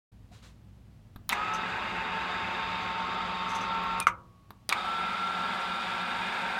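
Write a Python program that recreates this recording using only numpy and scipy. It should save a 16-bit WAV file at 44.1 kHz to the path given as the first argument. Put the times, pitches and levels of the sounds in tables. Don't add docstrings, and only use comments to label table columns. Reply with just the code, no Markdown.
import sys
import numpy as np
from scipy import signal
from scipy.fft import rfft, irfft, next_fast_len
from scipy.io import wavfile
from scipy.ndimage import map_coordinates

SR = 44100
rng = np.random.default_rng(int(sys.argv[2]) if len(sys.argv) > 2 else 0)


def int16_out(signal):
    q = np.round(np.clip(np.atleast_2d(signal).T, -1, 1) * 32767)
    wavfile.write(sys.argv[1], SR, q.astype(np.int16))


N = 290619
TIME = np.arange(N) / SR

# (power on [s], power off [s])
MOTOR_RUNS = [(1.297, 4.012), (4.696, 6.8)]
# (settled speed [turns/s], shortfall at the start [turns/s], settling [s], creep [turns/s^2])
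SHAFT_SPEEDS = [(44.45, 5.5, .125, .34), (45.05, 10.5, .065, .28)]
def motor(run, rise_s=0.0059, coast_s=0.022):
    on, off = MOTOR_RUNS[run]
    settled, shortfall, settling_s, creep = SHAFT_SPEEDS[run]
    age = np.maximum(TIME - on, 0)
    speed = settled - shortfall * np.exp(-age / settling_s) + creep * age
    turns = np.cumsum(speed + 0.0502 * wobble(7)) / SR
    powered = (1 - np.exp(-age / rise_s)) * np.exp(-np.maximum(TIME - off, 0) / coast_s)
    return powered * (rattle(turns, run) + slats(run) + wall(run) + gears(turns, age, run) + mains())


def height():
    up, down = [np.clip(TIME, on, off) - on for on, off in MOTOR_RUNS]
    return (up - down) / up[-1]


# (order [per turn], level up [dB], growth up [dB/s], level down [dB], growth [dB/s])
LOW_WHINES = [(20.03, -43.5, 2.5, -49, 1), (24, -49.5, 3, -54, -1)]
TOP_WHINE_ORDER = [29.76, 30]
# (time [s], level [dB])
TOP_WHINE_LEVELS = [
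    [(1.33, -48), (1.42, -35.5), (1.72, -42.5), (1.95, -54), (2.6, -50), (3.55, -47.5), (3.76, -36),
     (4.0, -41)],
    [(4.75, -46), (4.87, -34.3), (5.25, -35.5), (6.2, -45.0), (6.55, -42)],
]
# (order [per turn], level up [dB], level down [dB])
WEAK_WHINES = [(4, -50.5, -51.7), (9.985, -57, -58.5), (12.09, -68.5, -59.5), (19.63, -62.5, -52),
               (20.5, -76.5, -48.5), (26.9, -58.5, -58), (29.5, -61, -57), (38, -61, -69),
               (42.85, -63, -57), (46.2, -52.5, -65), (50, -56, -66), (50, -64, -60), (53.8, -57, -54)]
def gears(turns, age, run, build_s=0.22):
    mesh = np.array(LOW_WHINES)[:, [0, 1 + 2 * run, 2 + 2 * run]]
    low = sum(amp(db + growth * age) * whine(turns, order, flutter_db=2, slack_rad=.23)
              for order, db, growth in mesh)
    top_db = np.interp(TIME, *np.transpose(TOP_WHINE_LEVELS[run]))
    top = amp(top_db) * whine(turns, TOP_WHINE_ORDER[run], flutter_db=1.5, slack_rad=.17)
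    weak = sum(amp(db[run]) * whine(turns, order, flutter_db=2.5, slack_rad=.22)
               for order, *db in WEAK_WHINES)
    return low + top + (1 - np.exp(-age / build_s)) * weak


def whine(turns, order, flutter_db, slack_rad):
    flutter = unit(amp(flutter_db * wobble(22)))
    return np.sqrt(2) * flutter * np.sin(2 * np.pi * order * turns + slack_rad * wobble(14))


# (frequency [Hz], width [Hz], relative level up [dB], relative level down [dB])
HOUSING_MODES = [(197, 70, -15, -13), (235, 25, -16, -10), (253, 52, -12.5, -18), (351.7, 26, -11, -12),
                 (390, 90, -13.5, -16), (442, 25, -13, -17.5), (537, 36, -10.5, -10.5),
                 (607, 134, -14.5, -15.5), (745, 104, -9.5, -7), (816, 160, -9, -6.5), (917, 65, -7.5, -5),
                 (961, 60, -7.5, -7.5), (1081, 136, -7.5, -9.5), (1159, 36, -5.5, -4.5),
                 (1258, 61, -2, -0.5), (1326, 74, -6, -1.5), (1405, 140, -12, -10), (1512, 150, -9, -6.5),
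                 (1649, 157, -8, -7.5), (1860, 180, -12, -16.5), (2018, 59, -12.5, -11),
                 (2123, 124, -11.5, -11), (2310, 200, -18, -14.5), (2432, 98, -12, -11.5),
                 (2610, 250, -10.5, -14), (2844, 61, -11.5, -12), (3090, 280, -16.5, -13.5),
                 (3380, 170, -13.5, -10), (3690, 690, -17, -15), (3679, 69, -9.5, -6.5),
                 (4690, 720, -23.5, -21.5)]
ZONE_EDGES = [0, 1110, 1450, 1800, 3000, 6000]
# (level up [dB], level down [dB], swell [dB], height [0-1], width [share of full height])
ZONE_LEVELS = [(-41.5, -40.5, 1, 0.25, 0.48), (-39, -39.5, -3, 0.26, 0.34), (-48, -44.5, 6.5, .3, 0.38),
               (-44, -44, 4, 0.29, 0.31), (-48.5, -47.5, 4, 0.65, 0.46)]
def rattle(turns, run, knocks_per_s=5000, spread_db=2.5, throb=0.14):
    knocks = (rng.random(N) < knocks_per_s / SR) * rng.choice([-1, 1], N)
    knocks = knocks * amp(spread_db * rng.standard_normal(N))
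    knocks *= 1 + throb * np.cos(2 * np.pi * 4 * turns)
    modes = np.array(HOUSING_MODES)[:, [0, 1, 2 + run]]
    out = np.zeros(N)
    for low, high, (*base_db, swell_db, centre, width) in zip(ZONE_EDGES, ZONE_EDGES[1:], ZONE_LEVELS):
        zone = modes[(modes[:, 0] >= low) & (modes[:, 0] < high)]
        db = base_db[run] + swell_db * np.exp(-((height() - centre) / width) ** 2) + .5 * wobble(6)
        delayed = np.roll(knocks, low)
        out += amp(db) * unit(filtered(delayed, lambda hz: resonances(zone, hz)))
    return out


def resonances(modes, hz):
    return np.sqrt(sum((amp(db) / (1 + (2 * (hz - centre) / width) ** 2)) ** 2
                       for centre, width, db in modes))


# (frequency [Hz], level [dB])
MAINS_TONES = [(50, -68.5), (200, -62), (350, -68.5), (500, -68.5)]
def mains():
    return sum(np.sqrt(2) * amp(db) * np.sin(2 * np.pi * hz * TIME) for hz, db in MAINS_TONES)


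# (time [s], level [dB], t60 [s])
BRAKE_LIFTS = [(1.3235, -17, 0.02), (1.3286, -17, 0.033), (4.7252, -13.5, 0.034)]
# (time [s], level [dB], t60 [s], chatter over push [ratio])
BRAKE_CLUNKS = [(4.0691, -4, 0.015, 0.75), (4.0734, -18.5, 0.05, 2.8), (4.0833, -24.5, 0.075, 0.84)]
# (frequency [Hz], relative level [dB])
LIFT_COLOUR = [(200, -31), (450, -26), (700, -25), (920, 0), (1150, -11), (1800, -11), (2120, 0),
               (2650, -9.5), (3050, -29), (3650, -14), (5200, -28), (8500, -26.5), (11000, -38),
               (16000, -41)]
CLUNK_COLOUR = [(200, -44.5), (480, -26.5), (780, -27.5), (940, -14.5), (1120, -5.5), (1290, -3),
                (1550, -9.5), (1800, -22), (2050, -8.5), (2550, -15.5), (3000, -25.5), (5000, -36),
                (6300, -27), (7200, -33), (16000, -53)]
# (frequency [Hz], level [dB], t60 [s])
AFTER_RING = [(64.3, -55.5, 1.5), (180, -50.5, .7), (348, -54.5, 0.77), (536, -50.5, 0.48),
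              (957, -28.5, 0.17), (1000, -52.5, 0.6), (1114, -56.5, 2.1), (1217, -56, 1.1),
              (1310, -37, .14), (1250, -35, .12)]
def brake():
    lift = blows(BRAKE_LIFTS, LIFT_COLOUR, scatter=1, contact_s=.00004)
    shut = sum(blows([blow], CLUNK_COLOUR, scatter, contact_s=.00006) for *blow, scatter in BRAKE_CLUNKS)
    shut_at = BRAKE_CLUNKS[0][0]
    age = np.maximum(TIME - shut_at, 0)
    ring = sum(amp(db - 60 * age / t60) * np.sin(2 * np.pi * hz * age + 0.39 * wobble(40) * (age > 0))
               for hz, db, t60 in AFTER_RING)
    return lift + squeal(shut_at) + shut + ring


def squeal(shut_at, start_s=4.005, hz=2430, rise_s=.011, hold_s=.01, release_s=.005):
    age = TIME - start_s
    burst = amp(-36) * np.exp(-np.maximum(age - rise_s - hold_s, 0) / release_s)
    lingering = amp(-53.5) * (TIME < shut_at)
    level = np.clip(age / rise_s, 0, 1) * (burst + lingering)
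    return level * np.sqrt(2) * np.sin(2 * np.pi * hz * TIME + .5 * wobble(200))


# (time [s], level [dB], t60 [s])
BUTTON_TICKS = [(1.16, -35.5, 0.023), (3.8372, -31, .008), (4.5055, -35, 0.025)]
RELAY_SNAPS = [(1.2921, -17, 0.0095), (4.0011, -19, 0.011), (4.6915, -18, 0.013)]
MOTOR_JOLTS = [(1.2972, -25.5, 0.063), (4.6968, -22, 0.027)]
# (frequency [Hz], relative level [dB]); the relay has one level column per snap
BUTTON_COLOUR = [(200, 9), (500, -7), (950, 2.5), (1350, 5.5), (1800, -6), (2200, -6), (3000, -16.5),
                 (3900, -4.5), (5500, -24.5), (9000, -28.5), (12500, -12), (16000, -27)]
RELAY_COLOURS = [(200, -17.5, -8, -7), (500, -17.5, -4.5, -4), (1000, 5, -2.5, -2.5), (1990, 3, -5, 0),
                 (2700, -9.5, -0.5, -11), (4120, -1, -4.5, 3.5), (6090, 0.5, -6, 1.5),
                 (7950, -14, -8.5, -7), (9640, -1, 5, 3), (10440, 0, -5, -6), (11500, -1, 1, 3),
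                 (13100, -0.5, -12, -11.5), (16000, -3, -24.5, -15)]
JOLT_COLOUR = [(200, -28), (600, -17), (1200, -2), (2000, 2), (2700, -0.5), (3700, 4.5), (5000, -14.5),
               (7000, -18), (12000, -43.5)]
def switch():
    ticks = blows(BUTTON_TICKS, BUTTON_COLOUR, scatter=2.5, contact_s=.00003)
    snaps = sum(blows([snap], np.array(RELAY_COLOURS)[:, [0, 1 + k]], scatter=5, contact_s=.00002)
                for k, snap in enumerate(RELAY_SNAPS))
    return ticks + snaps + blows(MOTOR_JOLTS, JOLT_COLOUR, scatter=1.8, contact_s=.00004)


# (frequency [Hz], relative level up [dB], relative level down [dB])
SLIDE_COLOURS = [(300, -1, -5.5), (4900, 5.5, 7), (5350, -0.5, 1), (6550, 3.5, 2), (6950, -0.5, 0.5),
                 (7370, 1.5, 2), (8150, -7, -1.5), (9150, -3.5, -1.5), (10250, -15, -12.5),
                 (11300, -13.5, -11), (13000, -16.5, -14), (15800, -21.5, -18)]
def slats(run, level_db=(-55.5, -51.5), height_loss_db=2.5, echo_t60=.03, echo_db=-6.5):
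    sliding = noise(np.array(SLIDE_COLOURS)[:, [0, 1 + run]]) * amp(0.95 * wobble(60))
    t = np.arange(SR // 20) / SR
    reflections = rng.standard_normal(len(t)) * amp(-60 * t / echo_t60)
    echo = signal.fftconvolve(sliding, reflections / np.linalg.norm(reflections))[:N]
    return amp(level_db[run] - height_loss_db * height()) * unit(sliding + amp(echo_db) * echo)


# (time [s], level [dB], rise [s])
SCRAPE_STROKES = [(1.312, -51, .012), (1.533, -47, 0.011), (2.81, -62, 0.018), (3.48, -51.5, 0.022),
                  (3.545, -48.5, 0.012), (3.605, -53, 0.012), (4.024, -52, 0.0036)]
# (frequency [Hz], relative level [dB])
SCRAPE_COLOUR = [(3000, -22), (5400, -5), (6200, 6), (6900, -10.5), (7600, -6), (8500, -17), (9400, -8),
                 (10400, -23.5), (12000, -19), (16000, -33.5)]
def scrapes():
    return rubbing(SCRAPE_STROKES, SCRAPE_COLOUR, grain_db=2.5)


# (frequency [Hz], relative level [dB])
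WALL_COLOUR = [(25, -39), (38, -16), (48, -19), (56, -16.5), (64, -0.5), (78, -4.5), (105, 1), (135, -12),
               (200, 5), (400, -27.5), (1000, -71)]
# (level up [dB], level down [dB])
WALL_LEVELS = [-55.5, -65]
def wall(run):
    return amp(WALL_LEVELS[run]) * noise(WALL_COLOUR)


# (time [s], level [dB], rise [s])
SLEEVE_STROKES = [(.313, -58.5, 0.031), (.42, -57, 0.028)]
# (time [s], level [dB], t60 [s])
HAND_BUMP = [(.315, -51, .05)]
# (frequency [Hz], relative level [dB])
SLEEVE_COLOUR = [(290, -11), (500, -3), (674, -10), (1140, -6), (1750, -9), (4170, -9), (5090, -14),
                 (7060, -15), (15000, -33.5)]
BUMP_COLOUR = [(400, -27), (660, -8), (730, 3), (800, -19), (1500, -37), (8000, -50)]
def hand():
    sleeve = rubbing(SLEEVE_STROKES, SLEEVE_COLOUR, grain_db=0)
    return sleeve + blows(HAND_BUMP, BUMP_COLOUR, scatter=.4, contact_s=.0001)


# (frequency [Hz], t60 [s])
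ROOM_DECAY = [(200, 0.95), (1200, 0.26), (4000, 0.1), (14000, 0.11)]
def room(x):
    hz, t, spectrum = signal.stft(rng.standard_normal(SR // 2), SR, nperseg=256)
    decay = amp(-60 * t / along(ROOM_DECAY, hz)[:, None])
    tail = signal.istft(spectrum * decay, SR, nperseg=256)[1]
    return signal.fftconvolve(x, np.pad(tail / np.linalg.norm(tail), (SR // 250, 0)))[:N]


# (frequency [Hz], relative level [dB])
MURMUR_COLOUR = [(20, -44), (33, -23.5), (46, 1), (66, 1), (82, -6.5), (106, 4), (140, -7.5), (200, -7.5),
                 (330, -22), (500, -32.5), (1000, -46.5), (3000, -80.5)]
HISS_COLOUR = [(100, -4), (220, 5), (400, -5), (720, -4.5), (1500, -12), (3000, -15), (8000, -24.5),
               (16000, -29.5)]
def room_tone(fall_s=(4.05, 4.45), murmur_db=(-53, -58.8), hiss_db=-66):
    murmur = amp(np.interp(TIME, fall_s, murmur_db)) * noise(MURMUR_COLOUR)
    return murmur + amp(hiss_db) * noise(HISS_COLOUR)


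def blows(rows, colour, scatter, contact_s):
    out, t = np.zeros(N + SR), np.arange(SR // 4) / SR
    push = np.exp(-.5 * (t / contact_s - np.pi) ** 2)
    push /= push.sum()
    for start, db, t60 in rows:
        chatter = rng.standard_normal(len(t)) * amp(-60 * t / t60) * (1 - np.exp(-t / (10 * contact_s)))
        force = scatter * chatter + np.linalg.norm(chatter) * push
        out[round(start * SR):][:len(t)] += amp(db) * force / np.hypot(1, scatter)
    return signal.fftconvolve(out[:N], impulse(colour))[:N]


def rubbing(strokes, colour, grain_db):
    pressure = np.zeros(N)
    for start, db, rise_s in strokes:
        progress = np.maximum(TIME - start, 0) / rise_s
        pressure += amp(db) * progress * np.exp(1 - progress)
    return pressure * unit(noise(colour) * amp(grain_db * wobble(350)))


def impulse(colour, size=2048):
    cepstrum = irfft(np.log(amp(along(colour, np.fft.rfftfreq(size, 1 / SR)))))
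    cepstrum[1:size // 2] *= 2
    cepstrum[size // 2 + 1:] = 0
    response = irfft(np.exp(rfft(cepstrum)))
    return response / np.linalg.norm(response)


def noise(colour):
    return unit(filtered(rng.standard_normal(N), lambda hz: amp(along(colour, hz))))


def filtered(x, response):
    size = next_fast_len(N + SR // 2)
    return irfft(rfft(x, size) * response(np.fft.rfftfreq(size, 1 / SR)), size)[:N]


def wobble(rate):
    return map_coordinates(rng.standard_normal(int(N * rate / SR) + 4), [TIME * rate])


def along(points, hz):
    knots_hz, values = np.transpose(points)
    return np.interp(np.log(hz + 1), np.log(knots_hz + 1), values)


def amp(db):
    return 10 ** (np.asarray(db) / 20)


def unit(x):
    return x / np.sqrt(np.mean(x ** 2) + 1e-20)


def scene():
    runs = motor(run=0) + motor(run=1)
    hits = switch() + brake()
    echo = room(amp(-13.5) * hits + amp(-18.5) * runs)
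    return (runs + hits + echo + hand() + scrapes() + room_tone())[None]


def record(dry, open_s=.117, fade_s=.004, top_hz=16000):
    opened = np.clip((TIME - open_s) / fade_s, 0, 1)
    return filtered(dry[0] * opened, lambda hz: hz < top_hz)[None]


dry = scene()
out = record(dry)
int16_out(out)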